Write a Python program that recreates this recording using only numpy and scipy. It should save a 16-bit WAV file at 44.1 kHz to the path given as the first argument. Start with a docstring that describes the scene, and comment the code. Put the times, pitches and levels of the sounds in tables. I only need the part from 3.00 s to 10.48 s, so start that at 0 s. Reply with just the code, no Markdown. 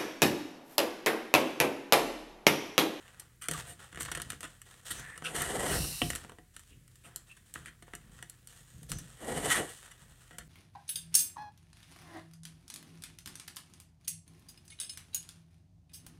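"""Nails, wires and a cable tie click and scrape on a panel of six plastic fans as hands tie wires to it.
Each contact excites the damped modes of the frames; stick-slip friction makes the wires rustle and squeak.
Twice the panel is dragged round on its cutting mat, dropping flat after the first turn, and the bench
rumbles under it. All is heard close by in a small room with a faint mains hum."""
import sys
import numpy as np
from scipy import signal
from scipy.fft import rfft, irfft, next_fast_len
from scipy.io import wavfile
from scipy.ndimage import uniform_filter1d

SR = 44100
rng = np.random.default_rng(int(sys.argv[2]) if len(sys.argv) > 2 else 0)


def to_wav(sig):
    """Store sig (one row per channel, or 1-D mono) as 16-bit WAV at the path in sys.argv[1].

    Samples outside -1..1 are clipped; the rate is SR.
    """
    pcm = np.clip(np.atleast_2d(sig), -1, 1) * 32767
    pcm = np.round(pcm).astype(np.int16)
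    wavfile.write(sys.argv[1], SR, pcm.T)  # frames by channels


N = 329868
T = np.arange(N) / SR


def undb(db):
    """Amplitude ratio of a level in decibels."""
    return 10 ** (np.asarray(db) / 20)


def unit(x):
    """Normalisation to an rms of 1."""
    return x / np.sqrt(np.mean(x ** 2) + 1e-24)


def add(out, start_s, x):
    """Superposition: x sums into out from start_s on."""
    i = int(start_s * SR)
    out[i:i + len(x)] += x[:N - i]


def band(x, low_hz, high_hz):
    """Causal Butterworth band-pass."""
    return signal.sosfilt(signal.butter(4, [low_hz, high_hz], "band", fs=SR, output="sos"), x)


def colour(x, points):
    """Minimum-phase filter through (frequency_hz, gain_db) points, by folding the cepstrum."""
    size = next_fast_len(max(len(x), 4096) // 2 + 1) * 2
    hz, db = np.transpose(points)
    bins_hz = np.maximum(np.arange(size // 2 + 1) * SR / size, 1)
    gain = undb(np.interp(np.log(bins_hz), np.log(hz), db))
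    cepstrum = irfft(np.log(gain))
    cepstrum[1:size // 2] *= 2
    cepstrum[size // 2 + 1:] = 0
    return irfft(rfft(x, size) * np.exp(rfft(cepstrum)))[:len(x)]


def wander(rate_hz):
    """Random modulation: values held for 1 / rate_hz, smoothed twice, at rms 1."""
    hold = int(SR / rate_hz)
    steps = np.repeat(rng.standard_normal(N // hold + 1), hold)
    return unit(uniform_filter1d(uniform_filter1d(steps, hold), hold)[:N])


def slips(rate_hz, spread_db, size=N):
    """Stick-slip friction as a Poisson train of impulses, a few far larger than the rest."""
    slipping = rng.random(size) < rate_hz / SR
    strength = undb(spread_db * np.minimum(rng.exponential(size=size), 4))
    return unit(slipping * strength * rng.choice([-1, 1], size))


def gestures(rows, attack_s, sag_db_per_s, release_s):
    """Incoherent addition: the envelopes of (start_s, length_s, level_db) movements sum in power."""
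    power = np.zeros(N)
    for start_s, length_s, level_db in rows:
        t = T[:int((length_s + 8 * release_s) * SR)]
        shape = np.minimum(t / attack_s, 1) * np.exp(-np.maximum(t - length_s, 0) / release_s)
        add(power, start_s, (shape * undb(level_db - sag_db_per_s * t)) ** 2)
    return np.sqrt(power)


# tones of the hum: pitch_hz, level_db
HUM_TONES = [(43, -70.5), (123, -67.5)]
# spectrum of the still air: frequency_hz, gain_db
AIR_SPECTRUM = [(18, -39), (45, -12), (80, 2.5), (130, -8.5), (200, -11.5), (400, -20), (800, -34.5),
                (1800, -22.5), (3000, -28), (5000, -30), (8500, -25), (15500, -32.5)]
def room_tone(air_db):
    """Ambient noise floor: amplitude-modulated hum tones over steady broadband noise."""
    hum = sum(undb(level_db + 2 * wander(4.85)) * np.sqrt(2) * np.sin(2 * np.pi * pitch_hz * T)
              for pitch_hz, level_db in HUM_TONES)
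    return hum + undb(air_db) * unit(colour(rng.standard_normal(N), AIR_SPECTRUM))


def room(x, t60_s, tail_gain_db):
    """Reverberation: near walls add a diffuse, exponentially decaying tail after 4 ms."""
    t = T[:SR // 2]
    tail = rng.standard_normal(len(t)) * np.exp(-np.log(1000) * t / t60_s) * (t > .004)
    tail /= np.sqrt(np.sum(tail ** 2))
    tail = colour(tail, [(100, 0), (1500, 2), (5000, 1.5), (9000, -2), (15000, -13)])
    return x + undb(tail_gain_db) * signal.fftconvolve(x, tail)[:N]


# arch of a faint whistle over the rustle: time_s, pitch_hz
WHISTLE_GLIDE = [(5.49, 5250), (5.56, 6500), (5.67, 7050), (5.8, 6600), (5.98, 6150)]
def whistle(level_db, octave_db, waver):
    """Frequency modulation: a thin, wavering tone and its octave rise and sink back."""
    time_s, pitch_hz = np.transpose(WHISTLE_GLIDE)
    glide_hz = np.interp(T, time_s, pitch_hz) * (1 + waver * wander(450))
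    phase = 2 * np.pi * np.cumsum(glide_hz) / SR
    span = (time_s[0], time_s[-1] - time_s[0], level_db)
    envelope = gestures([span], attack_s=.02, sag_db_per_s=12, release_s=.02)
    return envelope * (np.sin(phase) + undb(octave_db) * np.sin(2 * phase))


# hands leaning on or shoving the bench: start_s, length_s, relative_level_db
BENCH_SHOVES = [(0.48, 0.073, -38), (0.66, 0.035, -45.5), (0.94, 0.26, -43.5), (1.14, 0.19, -42.5),
                (1.9, 0.12, -43), (2.37, .3, -39), (2.69, 0.12, -28), (3.01, 0.033, -29), (3.7, 0.013, -45),
                (4.05, 0.033, -49.5), (4.55, 0.056, -48.5), (4.93, 0.26, -50.5), (5.73, 0.19, -45.5),
                (5.9, 0.054, -33.5), (6.3, .04, -35.5), (6.47, 0.033, -37), (6.99, .1, -52.5),
                (7.38, 0.04, -49)]
# response of the bench top: frequency_hz, gain_db
BENCH_SPECTRUM = [(22, -25), (36, -10.5), (46, 1.5), (60, 1.5), (80, -4), (105, -7), (130, 4), (165, -1.5),
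                  (220, -12), (400, -20)]
def bench(gain_db, judder_gain_db, resting_db):
    """Forced vibration: shoves, the juddering panel and resting hands drive the bench top."""
    shoves = gestures(BENCH_SHOVES, attack_s=.015, sag_db_per_s=4.5, release_s=.091)
    judder, _ = drag_envelopes()
    force = np.sqrt(shoves ** 2 + (undb(judder_gain_db) * judder) ** 2 + undb(resting_db) ** 2)
    rumble = colour(slips(300, 1.3), BENCH_SPECTRUM)
    return undb(gain_db) * unit(band(rumble, 22, 480)) * force


# wires pulled through the fist: start_s, length_s, level_db
WIRE_PULLS = [(2.64, 0.47, -33)]
# spectrum of the sliding bundle: frequency_hz, gain_db
PULL_SPECTRUM = [(1800, -11.5), (2400, -11), (2800, 1.5), (3300, -13.5), (3950, -1), (4950, -5.5),
                 (5550, 1), (6500, -8), (9000, 0.5), (12000, -5), (15500, -5.5)]
def wire_pull():
    """Sliding friction: dense slips merge into a hiss that fades as the bundle runs through the hand."""
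    hiss = unit(band(colour(slips(8200, 1.5), PULL_SPECTRUM), 830, 13900))
    return hiss * gestures(WIRE_PULLS, attack_s=.13, sag_db_per_s=26.5, release_s=.061)


# finger strokes along the wires: start_s, length_s, relative_level_db, fizz_offset_db
WIRE_STROKES = [(0.0, 0.22, -58.5, -6), (0.506, 0.075, -44.5, -1), (0.789, 0.058, -53, -2.5),
                (0.964, 0.29, -52.5, -3), (1.286, 0.027, -59, 2.5), (1.42, 0.044, -55, 0),
                (1.652, 0.31, -61.5, 0.5), (1.846, 0.13, -55, 7.5), (1.945, 0.36, -52, -8),
                (3.152, 0.056, -53.5, -4), (3.533, 0.18, -71.5, 7), (3.9, 0.12, -78.5, 8),
                (4.04, 0.13, -61, -8), (4.261, 0.066, -66.5, 3), (4.452, 0.049, -70, 5),
                (4.54, 0.023, -56, 1), (4.615, 0.063, -62.5, -19), (4.86, 0.23, -64.5, -5),
                (5.109, 0.12, -63.5, 1), (5.277, 0.18, -72, 0), (5.48, 0.65, -65.5, 5),
                (5.879, 0.27, -59.5, 2.5), (6.684, 0.033, -58.5, 10.5), (6.818, 0.43, -61.5, -2),
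                (6.98, 0.48, -72, 6)]
# spectrum of rubbing wires: frequency_hz, gain_db
RUSTLE_SPECTRUM = [(500, 4), (950, 1.5), (1250, 6.5), (1700, 5), (2400, -3.5), (3100, -1.5), (4800, -9),
                   (6500, -4.5), (8400, 1.5), (11000, -8.5), (15500, -17.5)]
def wire_rustle(body_gain_db, fizz_gain_db, crackle_db, hollow_db):
    """Intermittent friction: wires rub on each other and the frames, at times catching and letting go."""
    steps = slips(2500, 2.8) * undb(2 * wander(45))
    catch_pole = np.exp(-1 / (.0015 * SR))  # each catch decays in 1.5 ms
    catch_envelope = signal.lfilter([1], [1, -catch_pole], np.abs(slips(70, 3)))
    catches = unit(catch_envelope * rng.standard_normal(N))
    rub = unit(colour(unit(steps) + undb(crackle_db) * catches, RUSTLE_SPECTRUM))
    rub += undb(hollow_db) * unit(band(frame_resonance(steps), 1000, 2180))
    shape = dict(attack_s=.011, sag_db_per_s=17, release_s=.081)
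    body_rows = [(start, length, db + body_gain_db) for start, length, db, _ in WIRE_STROKES]
    fizz_rows = [(start, length, db + offset + fizz_gain_db) for start, length, db, offset in WIRE_STROKES]
    body = gestures(body_rows, **shape) * unit(band(rub, 380, 3400))
    fizz = gestures(fizz_rows, **shape) * unit(band(rub, 2920, 16000))
    return body + fizz


# insulation and frames rubbing: start_s, length_s, pitch_hz, bandwidth_hz, level_db
RUB_SQUEAKS = [(0.539, 0.025, 1235, 120, -43), (1.94, 0.28, 1800, 200, -53), (1.955, 0.069, 6130, 300, -57),
               (2.02, 0.21, 8500, 400, -64.5), (2.245, 0.037, 2780, 400, -38),
               (3.683, 0.093, 2780, 350, -70), (4.035, 0.035, 2630, 160, -61),
               (4.288, 0.052, 2660, 90, -57.5), (5.901, 0.13, 6070, 350, -56.5),
               (6.497, .03, 1926, 88, -32)]
def squeaks():
    """Stick-slip excitation sustains one narrow resonance for each squeak."""
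    out = np.zeros(N)
    for start_s, length_s, pitch_hz, bandwidth_hz, level_db in RUB_SQUEAKS:
        n = int(length_s * SR)
        resonator = signal.iirpeak(pitch_hz, pitch_hz / bandwidth_hz, fs=SR)
        tone = signal.lfilter(*resonator, slips(2700, 2.8, size=SR // 2))
        settled = band(tone, pitch_hz * .7, pitch_hz * 1.4)[-n:]
        add(out, start_s, undb(level_db) * unit(signal.windows.tukey(n, .6) * settled))
    return out


# two turns of the panel on the mat, a list of relative levels each: time_s, judder_db, ring_db
PANEL_TURNS = [
    [(2.29, -55, -51), (2.332, -48.5, -53), (2.354, -39, -35.5), (2.4, -48, -39), (2.59, -35, -43.5),
     (2.596, -35.5, -38), (2.77, -40, -42), (2.858, -53, -73), (2.92, -58, -69)],
    [(6.17, -74, -64.5), (6.234, -43, -51.5), (6.288, -37.5, -44.5), (6.434, -40, -42.5),
     (6.476, -31.5, -37), (6.522, -52, -33), (6.614, -32, -42.5), (6.664, -52, -51), (6.82, -83, -66.5)],
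]
def drag_envelopes():
    """Amplitude envelopes of judder and ring, falling exponentially outside each turn."""
    judder, ring = np.zeros((2, N))
    for turn in PANEL_TURNS:
        time_s, judder_db, ring_db = np.transpose(turn)
        outside_s = np.maximum(time_s[0] - T, 0) + np.maximum(T - time_s[-1], 0)
        fade = np.exp(-outside_s / .02)
        judder += undb(np.interp(T, time_s, judder_db)) * fade
        ring += undb(np.interp(T, time_s, ring_db)) * fade
    return judder, ring


# spectrum of the corners rubbing on the mat: frequency_hz, gain_db
DRAG_SPECTRUM = [(150, -1), (260, -3), (460, 1.5), (610, -2.5), (760, -1), (950, -6.5), (1400, -6.5),
                 (1900, -3), (2450, -18), (3050, -7.5), (5000, -21), (8500, -4.5), (11500, -15),
                 (15500, -26)]
def panel_drag(judder_gain_db, ring_gain_db, hollow_db):
    """Friction-induced vibration: corners judder on the mat, the frames ring and grit hisses beneath."""
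    steps = slips(5000, 1.74) * undb(2 * wander(70))
    rub = unit(colour(steps, DRAG_SPECTRUM)) + undb(hollow_db) * frame_resonance(steps)
    judder = undb(judder_gain_db) * unit(band(rub, 183, 856))
    ring = undb(ring_gain_db) * unit(band(rub, 980, 4660))
    grit = unit(band(rub, 2960, 13800))
    judder_envelope, ring_envelope = drag_envelopes()
    return judder * judder_envelope + (ring + grit) * ring_envelope


# modes of the fan panel on its mat: frequency_hz, relative_level_db, t60_s
PANEL_MODES = [(132, -14.5, 0.19), (162.1, -2.5, 0.26), (251, -12, 0.17), (333.4, -6, 0.13),
               (427, -11, 0.17), (508, -9.5, 0.075), (707.5, -11, 0.18), (1190, -13, 0.081),
               (1355, 3, 0.043), (1664, 0.5, 0.038), (1896, 7.5, 0.017), (1875, 3.5, 0.031),
               (2240, -8, 0.0089), (2880, -10, 0.025), (2910, 7, 0.02), (3064, -5.5, 0.083),
               (3480, -27, 0.01), (4270, -2, 0.085), (5900, 5, 0.043), (7200, 10, 0.029),
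               (7630, 17.5, 0.0046), (8770, 11, 0.016), (9680, 18.5, 0.0041)]
def frame_resonance(friction):
    """Resonance of the hollow frames: each mode below 4 kHz passes a band as wide as its damping."""
    out = np.zeros(N)
    for hz, db, t60_s in PANEL_MODES:
        if hz < 4000:
            quality = hz * t60_s * np.pi / np.log(1000)
            out += undb(db) * signal.lfilter(*signal.iirpeak(hz, quality, fs=SR), friction)
    return unit(out)


# spectrum of a bare contact on plastic: frequency_hz, gain_db
CRACK_SPECTRUM = [(100, 1.5), (500, 0), (900, -6.5), (1400, 6), (1900, 5), (2350, -7), (3000, -2.5),
                  (5000, -3.5), (6500, -0.5), (8500, 8), (11000, -4.5), (13000, -9), (16000, -22)]
def panel_response(crack_db, crack_decay_s):
    """Impulse response: damped modes, weighted anew for each contact point, over a dry crack."""
    t = T[:SR // 4]
    hz, db, t60_s = np.transpose(PANEL_MODES)[:, :, None]
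    weight, detune, polarity = rng.standard_normal((3, len(PANEL_MODES), 1))
    modes = undb(db + 2.5 * weight) * np.sin(2 * np.pi * hz * (1 + .01 * detune) * t) * np.sign(polarity)
    ring = np.sum(modes * np.exp(-np.log(1000) * t / t60_s), axis=0)
    build = 1 - np.exp(-t / .00022)  # the crack spreads through the ribs
    scatter = .15 * np.exp(-t / .011)  # then scatters off hands and bench
    envelope = build * (np.exp(-t / crack_decay_s) + scatter)
    crack = colour(rng.standard_normal(len(t)) * envelope, CRACK_SPECTRUM)
    return unit(ring) + undb(crack_db) * unit(crack)


# the panel's thud, body, ring, tick and snap registers: low_hz, high_hz
PANEL_REGISTERS = [(90, 900), (900, 2300), (2300, 3600), (3800, 11000), (11000, 16000)]
def share_energy(x, levels_db, length_s):
    """Energy partition: each register gets the energy of its level held for length_s."""
    parts = [band(x, low_hz, high_hz) for low_hz, high_hz in PANEL_REGISTERS]
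    return sum(undb(db) * part * np.sqrt(length_s * SR / np.sum(part ** 2))
               for part, db in zip(parts, levels_db))


def contact_levels(level_db, weight_db, hardness_db):
    """Spectral tilt by register: a heavier contact lifts the thud, a harder one the treble."""
    ring_db = -3.5 + .34 * hardness_db
    snap_db = -11 + 1.4 * hardness_db
    return level_db + np.array([weight_db, 0, ring_db, hardness_db, snap_db])


def panel_drop(start_s, levels_db):
    """Impact excitation: the whole panel lands flat on the mat with one hollow knock."""
    out = np.zeros(N)
    knock = panel_response(crack_db=-1.5, crack_decay_s=.0023)
    add(out, start_s, share_energy(knock, levels_db, length_s=.011))
    return out


# wires or nails skidding on the frames: start_s, length_s, level_db, weight_db, hardness_db
FRAME_SCRAPES = [(0.411, 0.066, -53.5, -20, 1.5), (0.661, 0.087, -60.5, 2, 6),
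                 (0.995, 0.032, -50.5, -15, 5.5), (1.428, 0.033, -48, -4.5, -3.5),
                 (1.903, 0.022, -44, -9.5, 5.5), (2.235, 0.067, -45.5, -6, -3),
                 (2.399, 0.038, -42, 0.5, -8), (2.704, 0.047, -42, -11, -2), (2.835, 0.035, -63, 17, 6),
                 (4.032, 0.069, -66, 2.5, 3), (4.365, 0.015, -62.5, -10, -0.5),
                 (4.66, 0.039, -54.5, -8, -6.5), (5.89, 0.026, -63, 6, 12.5), (6.496, 0.032, -38, -20, 0.5),
                 (6.535, 0.057, -37.5, -20, -6), (6.906, 0.026, -60, -22, 1), (7.32, .044, -63, 2, -7),
                 (7.392, 0.039, -59.5, -4, -12)]
def scrapes():
    """Convolution: a quick swell of slips drives the panel's impulse response."""
    out = np.zeros(N)
    for start_s, length_s, level_db, weight_db, hardness_db in FRAME_SCRAPES:
        progress = np.linspace(0, 1, int(length_s * SR))
        force = slips(2500, 3.3, size=SR // 4)[:len(progress)] * np.sin(np.pi * progress ** .7)
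        scrape = signal.fftconvolve(force, panel_response(crack_db=4.5, crack_decay_s=.00073))
        levels_db = contact_levels(level_db, weight_db, hardness_db)
        add(out, start_s, share_energy(scrape, levels_db, length_s))
    return out


# nails, wire ends and cable tie striking the frames: start_s, level_db, weight_db, hardness_db, decay_ms
FRAME_CLICKS = [(0.1974, -61.5, -2, 15, 4.8), (0.421, -52.5, -17, 5.5, 1.7), (0.485, -38.5, 0.5, 4.5, 1.1),
                (0.512, -44, 2.5, 8, 1.3), (0.5354, -46.5, -20, 3, 2), (0.927, -53, 0, -7, 2.9),
                (0.9462, -52, -5, -5, 1.8), (0.958, -49.5, -9, -5, .6), (0.9734, -45.5, -1.5, -11, 3.7),
                (0.989, -52, -2, -7, 1.5), (1.0074, -44, -3, 4, 2.4), (1.021, -55.5, -7, 12, 1.1),
                (1.03, -54.5, -12, 12, 1.3), (1.05, -48, -9, 3, 7.4), (1.059, -47, -10, -2, 1.5),
                (1.0848, -43, -9.5, -20, 2.6), (1.116, -39.5, -7, 0.5, 5.5), (1.1495, -40, -11, -1, 5.7),
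                (1.1728, -42, -2, -2.5, 5.5), (1.1994, -43.5, -15, -5, 1.3), (1.2179, -48, -7, 7.5, 2.8),
                (1.3023, -43, -10, 3.5, 2.8), (1.32, -48, -10, -2, 1.3), (1.3307, -50.5, 1.5, -5, 1.4),
                (1.4066, -54, -1, 6.5, 0.66), (1.43, -45.5, -7.5, -3, 1.4), (1.6165, -57.5, -24, 6, 1.7),
                (1.9965, -64, 11.5, 12.5, 2.2), (2.177, -52, -3, 2.5, 1.4), (2.2222, -50.5, 7.5, -8, 1.3),
                (2.3624, -43, 2.5, 4, 5.1), (2.419, -51.5, -5, 16.5, 3.5), (3.1021, -38.5, -3.5, 2, 4.1),
                (3.1317, -45, -3, -6, 2.6), (3.1515, -47.5, -0.5, 7, 0.87), (3.1582, -46.5, -5, 6, 1.2),
                (3.247, -55, 6.5, -6, 2.9), (3.2945, -52.5, 3, -5.5, 2.4), (3.319, -59.5, 9, -4, 2.7),
                (3.385, -57, 4.5, -10, 2.8), (3.5646, -53, -10, 3.5, 2.1), (3.594, -63, -19, 7, 0.55),
                (3.8785, -71, -13, 7.5, 1.3), (3.956, -70, -20, 8.5, 4), (4.16, -58.5, -2, 18, 1.3),
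                (4.5394, -61, -16, 14.5, 1.4), (4.5573, -41, -9, -30, 2.8), (4.6587, -49.5, -29, -2.5, .62),
                (4.8237, -58, 4, 0, 4.7), (4.88, -61.5, 5, -15, 1.1), (4.935, -45.5, -1.5, -11, 2.2),
                (4.951, -55, -13, 8.5, 1.3), (5.189, -56, -10, -9, .8), (5.226, -48, -6, -0.5, 1.4),
                (5.2975, -67.5, -15, 18.5, 1.9), (5.4728, -67, -10, 15, 0.9),
                (5.8307, -65.5, 5, 10.5, 0.89), (5.9172, -44, -1, 7, .7), (5.9859, -57, -8, 9.5, 8.1),
                (6.519, -48, -18, 3, 2.8), (6.8576, -63, -28, 3, 6), (7.3086, -55, -1.5, -9, 8.9),
                (7.384, -50, -0.5, 5.5, 3.5)]
def clicks():
    """Free vibration after impact: each touch cracks while it chatters and leaves the panel ringing."""
    out = np.zeros(N)
    for start_s, level_db, weight_db, hardness_db, decay_ms in FRAME_CLICKS:
        click = panel_response(crack_db=3, crack_decay_s=decay_ms / 1000)
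        levels_db = contact_levels(level_db, weight_db, hardness_db)
        add(out, start_s, share_energy(click, levels_db, length_s=.01))
    return out


def scene():
    """Superposition: all the handling sounds reverberate together above the room's noise floor."""
    handling = clicks() + panel_drop(start_s=3.0172, levels_db=[-28, -42.5, -28, -45, -67])
    handling += scrapes() + squeaks() + wire_pull()
    handling += bench(gain_db=-8.5, judder_gain_db=-2.5, resting_db=-61.5)
    handling += wire_rustle(body_gain_db=-2, fizz_gain_db=-1, crackle_db=-6.5, hollow_db=-16)
    handling += panel_drag(judder_gain_db=-.5, ring_gain_db=-.5, hollow_db=-13.5)
    handling += whistle(level_db=-70, octave_db=-4, waver=.008)
    return (room(handling, t60_s=.23, tail_gain_db=-10.5) + room_tone(air_db=-65))[None]


def record(dry):
    """Band limiting: a steep elliptic low-pass removes the treble above 15.8 kHz."""
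    return signal.sosfilt(signal.ellip(10, .2, 70, 15800, fs=SR, output="sos"), dry)


dry = scene()
out = record(dry)
to_wav(out)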